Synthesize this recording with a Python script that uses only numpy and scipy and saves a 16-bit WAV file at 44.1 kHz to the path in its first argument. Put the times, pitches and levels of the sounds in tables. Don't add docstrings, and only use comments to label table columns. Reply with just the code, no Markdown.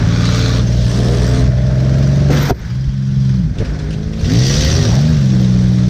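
import sys
import numpy as np
from scipy import signal
from scipy.fft import rfft, irfft
from scipy.io import wavfile
from scipy.ndimage import uniform_filter1d

SR = 44100
rng = np.random.default_rng(int(sys.argv[2]) if len(sys.argv) > 2 else 0)


def materialize(psi):
    bounded = np.clip(np.atleast_2d(psi).T, -1, 1)
    quanta = np.round(bounded * 32767).astype(np.int16)
    wavfile.write(sys.argv[1], SR, quanta)


N = 259749

# t/s, bank beat f/Hz, bank beat level/dB, firing boom level/dB, third boom level/dB
OWN_PULLS = [
    [(0, 54.4, -17, -13.5, -17), (.12, 57.34, -22, -14, -16.5), (.5, 59.14, -18.5, -14, -20.5),
     (1.0, 60.02, -18, -13.5, -22.5), (1.5, 62.36, -19.5, -13.5, -22.5), (1.85, 65.4, -18.5, -12, -23),
     (2.15, 69.68, -21, -10.5, -28), (2.38, 71.33, -22, -11.5, -25), (2.5, 70.4, -31, -18, -39)],
    [(2.6, 50.1, -23, -40, -37), (2.72, 61.24, -34, -17.5, -25), (2.82, 66.4, -26, -16.5, -34.5),
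     (2.96, 67.03, -38, -18, -24), (3.25, 66.06, -35, -11, -20), (3.33, 65.2, -27, -11.5, -21),
     (3.4, 62.2, -20, -18, -13.5), (3.47, 49.6, -31, -38, -13.5), (3.54, 46.13, -34, -37, -32)],
    [(4.54, 21.62, -47, -21, -20), (4.61, 29.07, -42, -16, -22), (4.82, 49.98, -34, -15, -13),
     (4.9, 56.4, -24, -11.5, -18.5), (5.04, 76.06, -24, -10, -21), (5.11, 80.2, -17.5, -11, -16),
     (5.18, 71.6, -20, -11, -23.5), (5.25, 65.47, -25, -11, -17.5), (5.38, 62.93, -24, -12, -12.5),
     (5.55, 61.56, -21, -12.5, -13), (5.82, 61.3, -24, -12.5, -13.5), (5.89, 61.5, -23, -12, -13.5)],
]
# f/Hz, level/dB over the uneven-lines level
UNEVEN_LINES = [(40, -24.5), (90, -11.5), (170, -13.5), (260, -31), (340, -38.5), (420, -33.5), (520, -57),
                (590, -23), (680, -33.5), (800, -61.5)]
# t/s, uneven-lines level/dB, extra bark above 250 Hz level/dB,
# fifth multiple of the bank beat over its neighbours level/dB
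OWN_BARK = [(0, -10, -3.5, 16.5), (1.35, -17, 7, 11), (1.9, -10.5, 3.5, 11.5), (2.4, -10.5, 2, 10),
            (2.6, -25.5, -10, 14), (3.3, -12.5, -15.5, 15), (4.6, -21, -8, 11), (5.099, -8, -2.5, 10),
            (5.3, -14, -12, 26), (5.89, -12.5, -5, 18)]
BURST_LEAD = .46

# t/s,
# firing f/Hz, level/dB before the cabin response
OTHER_REVS = [
    [(0, 78.1, -23), (.1, 81.34, -31), (.3, 87.9, -29.5), (.4, 89.25, -20), (.63, 88.3, -26)],
    [(.86, 60.5, -45), (.94, 64.6, -27.5), (1.1, 78.7, -23), (1.25, 86.5, -24), (1.4, 85.8, -21.5),
     (1.51, 83.24, -34)],
    [(1.6, 66.37, -43), (1.75, 72.84, -31), (1.9, 79, -26), (2.0, 86.6, -27), (2.1, 92.3, -27.5),
     (2.3, 93.7, -25)],
    [(3.55, 49.2, -40), (3.7, 49.45, -41.5), (3.9, 51.68, -36), (4.1, 53.98, -37.5), (4.3, 55.73, -32.5),
     (4.45, 57.9, -32.5), (4.55, 58.1, -47)],
    [(4.2, 41.2, -46), (4.28, 47.48, -30), (4.36, 58.16, -23), (4.44, 64.7, -28), (4.6, 74.35, -27.5),
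     (4.7, 76.77, -27), (4.8, 81.27, -21.5), (4.88, 79.1, -22.5), (5.0, 78.6, -46)],
]
# f/Hz, level/dB
UPPER_CABIN_RESPONSE = [(140, 13), (230, -1.5), (275, -3.5), (345, -12), (430, -7.5), (520, -12.5), (600, -21.5),
                        (700, -15.5), (850, -42.5), (1200, -29), (1420, -37.5), (2000, -36)]
# odd over even harmonics level/dB, timing jitter/rad, fundamental level/dB,
# second harmonic level/dB, brightness/(dB per octave)
REV_MANNER = [(6.5, 0.027, -19.5, -27.5, -0.2), (2, 0.071, -30, -38, 2.5), (-4.5, 0.078, -34, -27, -3.5),
              (-9, 0.086, -35, -32, 0.5), (9.5, 0.054, -34, -18, 0.7)]
# f/Hz, level/dB
CABIN_RESPONSE = [(45, 6), (80, -3.5), (100, -3.5), (128, 6.5), (150, -1), (190, 0)]

# t/s, hiss level/dB, rasp level/dB
ROAR_LEVELS = [(0, -34.5, -30.5), (.4, -26.5, -32), (.59, -31, -30.5), (.64, -34.5, -37.5),
               (.8, -33, -39.5), (.89, -31, -38), (1.39, -31, -32), (1.52, -41.5, -38), (2.08, -35, -35.5),
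               (2.51, -38, -36), (2.535, -52.5, -48), (2.62, -43.5, -40.5), (2.99, -45.5, -47.5),
               (3.31, -40.5, -42), (3.52, -49, -47.5), (3.62, -42.5, -36.5), (4.12, -44.5, -44.5),
               (4.31, -30, -35.5), (4.5, -22, -35.5), (4.7, -23.5, -30.5), (5.02, -31, -34.5),
               (5.2, -33.5, -37.5), (5.89, -36.5, -39)]
# f/Hz, level/(dB per Hz)
HISS_TONE = [(1350, -23), (2300, -11), (3210, -5.5), (3450, -3.5), (4010, -4.5), (4630, -4), (5050, -4.5),
             (5750, -3), (7230, -17.5), (8860, -22), (11000, -40), (14300, -72.5), (22000, -120)]
RASP_TONE = [(470, -46.5), (800, -5.5), (1190, -5), (1390, -4), (1520, 0), (2440, -9.5), (2800, -18.5),
             (3640, -32), (6160, -120)]
TOP_TONE = [(10300, -54), (11400, -16), (12100, -4.5), (13200, -5), (14300, -3), (15300, -15)]
SIZZLE_DB, SIZZLE_SLOPE = -55.5, 1.2
# start t/s, end t/s, level/dB over the plain hiss,
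# then modes of f/Hz, least width/Hz (at least f/14 is used), level/dB
HISS_RINGING = [(0.055, 0.64, 1, [(1197, 32, 5.5), (1430, 87, 5), (2360, 86, -3), (3500, 110, -4),
                (4040, 1000, -3.5), (6500, 170, -10)]), (0.801, 1.469, -6, [(990, 200, 5), (1210, 90, 4),
                (1745, 120, 9), (5030, 700, -17), (8200, 2500, -9.5)]),
                (2.599, 3.504, -6.5, [(1575, 150, -15), (3230, 240, -5.5), (4990, 320, -7)]),
                (4.219, 5.048, -1.5, [(1910, 230, -0.5), (2626, 31, -17), (2970, 190, -20),
                (3490, 110, -15), (4700, 160, 2), (5460, 130, -2.5), (5700, 43, -4.5), (5936, 300, -1),
                (4328, 200, -8)]), (4.88, 5.004, -1, [(729, 200, 0), (940, 260, -5)])]

# t/s, peak ring level/dB, brightness/(dB per octave)
SHELL_BLOWS = [(2.295, -7, 5), (2.307, -20, 0), (2.328, -17, -1), (2.465, -31, -1), (2.484, -20, 18),
               (2.495, -9.5, 18), (2.5041, -3, 11), (2.51, -0.5, -6.5), (2.876, -6.5, -25),
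               (3.584, -12, -7), (3.601, -7, -2), (3.612, -6.5, -3), (3.622, -7, -3), (4.067, -10.5, -14),
               (4.208, -14, -13)]
# f/Hz, level/dB, t60/s
SHELL_MODES = [(62.97, -2, 0.14), (122, 12, 0.051), (234, 1, 0.06), (331, 0.5, 0.068), (419, 4.5, 0.046),
               (513.3, -4.5, 0.035), (717, -4, 0.04), (938, -21, 0.053), (1386, -23, 0.022)]
DENT_SPREAD = .07
# f/Hz, level/(dB per Hz)
CRUMPLE_TONE = [(100, -32), (250, 5.5), (550, -2.5), (800, -24.5), (1700, -22), (4000, -41), (20000, -90)]
CRUNCH_DB, CRUNCH_T60_S = -11.5, 0.071
GRIND_START_S, GRIND_END_S = 2.304, 2.512
GRIND_HISS_DB, GRIND_RASP_DB, GRIND_DRONE_DB, GRIND_SIZZLE_DB = -28.5, -25.5, -15, -46
GRIND_DRIFTS = [-3, -5, -45, 38]
TAIL_DB, TAIL_T60_S = -56.5, 1.1

# t/s, nominal peak level/dB
PANEL_CLATTER = [(.2523, -14), (0.3433, -13.5), (0.8107, -23), (1.578, -27.5), (1.667, -30), (1.7722, -32),
                 (1.9194, -36), (2.3048, -23), (2.363, -16.5), (3.5838, -21), (3.6472, -23), (3.702, -36),
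                 (3.7893, -25.5), (3.906, -24), (3.929, -24), (4.133, -29), (4.1924, -26), (4.2438, -19.5),
                 (4.2968, -19), (4.3435, -15.5), (4.5421, -19), (5.5415, -33)]
# f/Hz, level/(dB per Hz)
PANEL_TONE = [(530, -27), (900, -36), (1700, -6), (2990, -3), (4010, -3), (4850, -5), (6740, -12.5),
              (9700, -25), (15000, -60)]
CLATTER_T60_S = 0.16
# response f/Hz, level/dB
METAL_TONE = [(1000, -5.5), (1400, -0.5), (2600, -10.5), (4200, -1), (6000, 3), (8000, -20)]
CHINKS_PER_S, CHINK_T60_S = 90, 0.1
CHINK_DB, CHINK_SPREAD_DB = -7, 3.0

# t/s, drone level/dB, floor-pan rumble level/dB
ROAD_LEVELS = [(0, -24, -28), (.3, -24.5, -40), (.85, -26.5, -18), (1.05, -21.5, -22), (1.45, -28.5, -17),
               (1.9, -25, -27.5), (2.45, -23.5, -17), (2.54, -35.5, -30), (3.0, -42, -25),
               (3.5, -36, -22.5), (3.65, -29, -20.5), (4.1, -34, -21), (4.25, -33, -15),
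               (4.5, -21.5, -19.5), (4.95, -22.5, -22), (5.2, -28.5, -21), (5.4, -25, -30),
               (5.89, -30, -23)]
# f/Hz, level/(dB per Hz)
DRONE_TONE = [(120, -14.5), (200, 1), (359, -8), (500, -9.5), (557, -11), (851, -23), (1000, -35.5),
              (1300, -57), (2200, -120)]
RUMBLE_TONE = [(18, -26), (35, -6.5), (55, 13.5), (80, 6), (120, 4.5), (160, 6.5), (250, -31.5),
               (400, -60.5)]
EDGE_HZ = 15400


def own_engine(rows):
    hz, *booms_db = columns(rows)
    count, start_s = len(hz), rows[0][0]
    angle = 2 * np.pi * np.cumsum(hz) / SR
    out = np.zeros(count)
    for k, db in enumerate(booms_db, 1):
        out += np.sqrt(2) * gain_of(db) * np.cos(k * angle - .4 * k ** 2)

    s, *rough = np.transpose(OWN_BARK)
    t = start_s + np.arange(count) / SR
    uneven_db, bark_db, fifth_db = (np.interp(t, s, v) for v in rough)
    for third in range(2, 36):
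        if third in (3, 6, 9):
            continue
        line_hz = hz * third / 3
        phase = rng.uniform(0, 2 * np.pi if third < 18 else 3.2) + 2 * np.pi * third * BURST_LEAD
        phase = phase + .012 * third * wobble(count, per_s=12)
        line_db = uneven_db + read(UNEVEN_LINES, line_hz)
        line_db += bark_db * np.clip(line_hz / 250 - 1, 0, 1)
        line_db += fifth_db * (third == 15) + 1.8 * wobble(count, per_s=12)
        out += gain_of(line_db) * np.cos(third * angle / 3 + phase)
    return start_s, out * signal.windows.tukey(count, 800 / count)


def other_engine(rows, odd_db, jitter, first_db, second_db, tilt_db):
    hz, level_db = columns(rows)
    count = len(hz)
    angle = 2 * np.pi * np.cumsum(hz) / SR + jitter * wobble(count, per_s=30)
    lines_db = [first_db + read(CABIN_RESPONSE, hz), second_db + read(CABIN_RESPONSE, 2 * hz)]
    for k in range(3, 26):
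        lean_db = (k > 3) * odd_db * (k % 2 - .5) + tilt_db * np.log2(k / 3)
        lines_db.append(level_db + read(UPPER_CABIN_RESPONSE, k * hz) + lean_db)
    out = np.zeros(count)
    for k, db in enumerate(lines_db, 1):
        unsteady = gain_of(db + 2.8 * wobble(count, per_s=9))
        out += unsteady * np.cos(k * angle + rng.uniform(0, 1.5))
    return rows[0][0], np.sqrt(2) * out * signal.windows.tukey(count, 1600 / count)


def firing_puffs():
    hz = np.full(N, 21.)
    steady = np.full(N, 2.2)
    for rows in OWN_PULLS:
        cycle = columns(rows)[0] / 3
        hz[round(rows[0][0] * SR):][:len(cycle)] = cycle
    for rows in OTHER_REVS[:2] + OTHER_REVS[-1:]:
        firing, start = columns(rows)[0], round(rows[0][0] * SR)
        hz[start:][:len(firing)] = firing
        steady[start:][:len(firing)] = 1.1
    turns = np.cumsum(hz) / SR
    sizes = gain_of(2.6 * rng.standard_normal(2000))[turns.astype(int)]
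    puffs = (steady + sizes * np.exp(-(turns % 1) / .25)) / (steady + .25)
    return evened(uniform_filter1d(puffs, size=24))


def ringing():
    out, hz = np.zeros(N), np.geomspace(300, 12000, 300)
    for start, end, db, modes in HISS_RINGING:
        power = np.zeros(len(hz))
        for f, width, m_db in modes:
            offset = 2 * (hz - f) / max(width, f / 14)
            power += gain_of(2 * m_db) / (1 + offset ** 2) ** 2
        count = round((end - start) * SR)
        tone = np.c_[hz, 10 * np.log10(power)]
        whistles = noise(tone, patchy_db=3.5, flicker_db=1.4, count=count)
        add(out, start, gain_of(db) * whistles * signal.windows.tukey(count, .25))
    return out


def grinding():
    t = np.arange(N) / SR - GRIND_START_S
    after = t - (GRIND_END_S - GRIND_START_S)
    on = uniform_filter1d(1. * (t > 0) * (after < 0), size=200)
    starts_db = GRIND_HISS_DB, GRIND_RASP_DB, GRIND_DRONE_DB, GRIND_SIZZLE_DB
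    hiss, rasp, drone, sizzle = (on * gain_of(db + drift * t) for db, drift in zip(starts_db, GRIND_DRIFTS))
    tail = (after > 0) * gain_of(TAIL_DB - 60 * abs(after) / TAIL_T60_S)
    return hiss, rasp, drone, sizzle + tail


def roar():
    hiss, rasp = along(ROAR_LEVELS)
    drone, rumble = along(ROAD_LEVELS)
    puffs = firing_puffs()
    sizzle = gain_of(SIZZLE_DB) * (hiss / gain_of(-30)) ** SIZZLE_SLOPE
    hiss, rasp, drone, sizzle = np.hypot([hiss, rasp, drone, sizzle], grinding())
    upper = hiss * (noise(HISS_TONE, patchy_db=1.5, flicker_db=-0.16) + ringing())
    upper += rasp * noise(RASP_TONE, patchy_db=1.0, flicker_db=0.45)
    top = sizzle * noise(TOP_TONE, patchy_db=0.0, flicker_db=-4.0)
    lower = drone * bass_noise(DRONE_TONE) + rumble * bass_noise(RUMBLE_TONE)
    return upper * puffs + top * evened(puffs ** 2) + lower


def shell_blows():
    out, t = np.zeros(N), np.arange(9000) / SR
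    crush = bass_noise(CRUMPLE_TONE)
    dents = 1 + DENT_SPREAD * rng.uniform(-0.94, 1, (len(SHELL_BLOWS), len(SHELL_MODES)))
    for (s, db, bright), bends in zip(SHELL_BLOWS, dents):
        ring = np.zeros(len(t))
        for (hz, m_db, t60), bend in zip(SHELL_MODES, bends):
            decay = gain_of(m_db - 60 * t / t60 + bright * np.log2(hz / 60))
            ring += decay * np.sin(2 * np.pi * hz * bend * t) * np.minimum(t / 0.0023, 1)
        crunch_gain = gain_of(CRUNCH_DB + min(bright, 0) - 60 * t / CRUNCH_T60_S)
        crunch = crush[round(s * SR):][:len(t)] * crunch_gain * np.minimum(t / 0.0021, 1)
        add(out, s, gain_of(db) * (ring / abs(ring).max() + crunch))
    return out


def panel_clatter():
    out, t = np.zeros(N), np.arange(9000) / SR
    for s, db in PANEL_CLATTER:
        shape = np.minimum(t * 2000, 1) * gain_of(db - 10 - 60 * t / CLATTER_T60_S)
        add(out, s, shape * noise(PANEL_TONE, patchy_db=3, flicker_db=.8, count=len(t)))
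    return out


def chinks():
    hiss, out, t = along(ROAR_LEVELS)[0], np.zeros(N), np.arange(2600) / SR
    for place, pitch, size in rng.random((round(CHINKS_PER_S * N / SR), 3)):
        hz = 1000 * 8 ** pitch
        db = CHINK_DB + read(METAL_TONE, hz) - CHINK_SPREAD_DB * np.log(size + 0.012)
        decay = gain_of(db - 60 * t / CHINK_T60_S)
        ring = decay * np.sin(2 * np.pi * hz * t) * np.minimum(t / .002, 1)
        add(out, place * N / SR, hiss[int(place * N)] * ring)
    return out


def noise(tone, patchy_db, flicker_db, count=N):
    frames, hz = count // 128 + 6, np.fft.rfftfreq(512, 1 / SR)
    a, b, patches = rng.standard_normal((frames, 257, 3)).T
    patches = uniform_filter1d(uniform_filter1d(patches, size=5, axis=0), size=12, axis=1)
    flicker = evened(uniform_filter1d(rng.standard_normal(frames), size=3))
    level_db = read(tone, hz)[:, None] + patchy_db * evened(patches) + flicker_db * flicker
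    z = (a + 1j * b) * gain_of(level_db)
    return evened(signal.istft(z, nperseg=512, noverlap=384)[1][:count])


def bass_noise(tone):
    z = rfft(rng.standard_normal(N)) * gain_of(read(tone, np.fft.rfftfreq(N, 1 / SR)))
    return evened(irfft(z, N))


def wobble(count, per_s):
    steps = rng.standard_normal(int(count * 60 / SR) + 300)
    slow = evened(signal.lfilter([1], [1, -np.exp(-per_s / 60)], steps))[200:]
    return np.interp(np.arange(count) * 60 / SR, np.arange(len(slow)), slow)


def gain_of(db):
    return 10 ** (np.asarray(db) / 20)


def evened(x):
    return x / np.sqrt(np.mean(x ** 2) + 1e-20)


def read(points, hz):
    f, value = np.transpose(points)
    return np.interp(np.log(hz + 1), np.log(f + 1), value)


def columns(rows):
    s, *values = np.transpose(rows)
    t = np.arange(s[0], s[-1], 1 / SR)
    return [np.interp(t, s, v) for v in values]


def along(rows):
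    s, *levels_db = np.transpose(rows)
    return [gain_of(np.interp(np.arange(N) / SR, s, db)) for db in levels_db]


def add(mix, s, sound):
    part = mix[round(s * SR):][:len(sound)]
    part += sound[:len(part)]


def scene():
    mix = roar() + shell_blows() + panel_clatter() + chinks()
    for rows in OWN_PULLS:
        add(mix, *own_engine(rows))
    for rows, manner in zip(OTHER_REVS, REV_MANNER):
        add(mix, *other_engine(rows, *manner))
    return mix[None]


def record(dry):
    squeezed = 0.96 * np.tanh(dry / 0.98)
    low_pass = signal.firwin(1023, EDGE_HZ, window=("kaiser", 10), fs=SR)
    return signal.oaconvolve(squeezed, low_pass[None], "same")


dry = scene()
out = record(dry)
materialize(out)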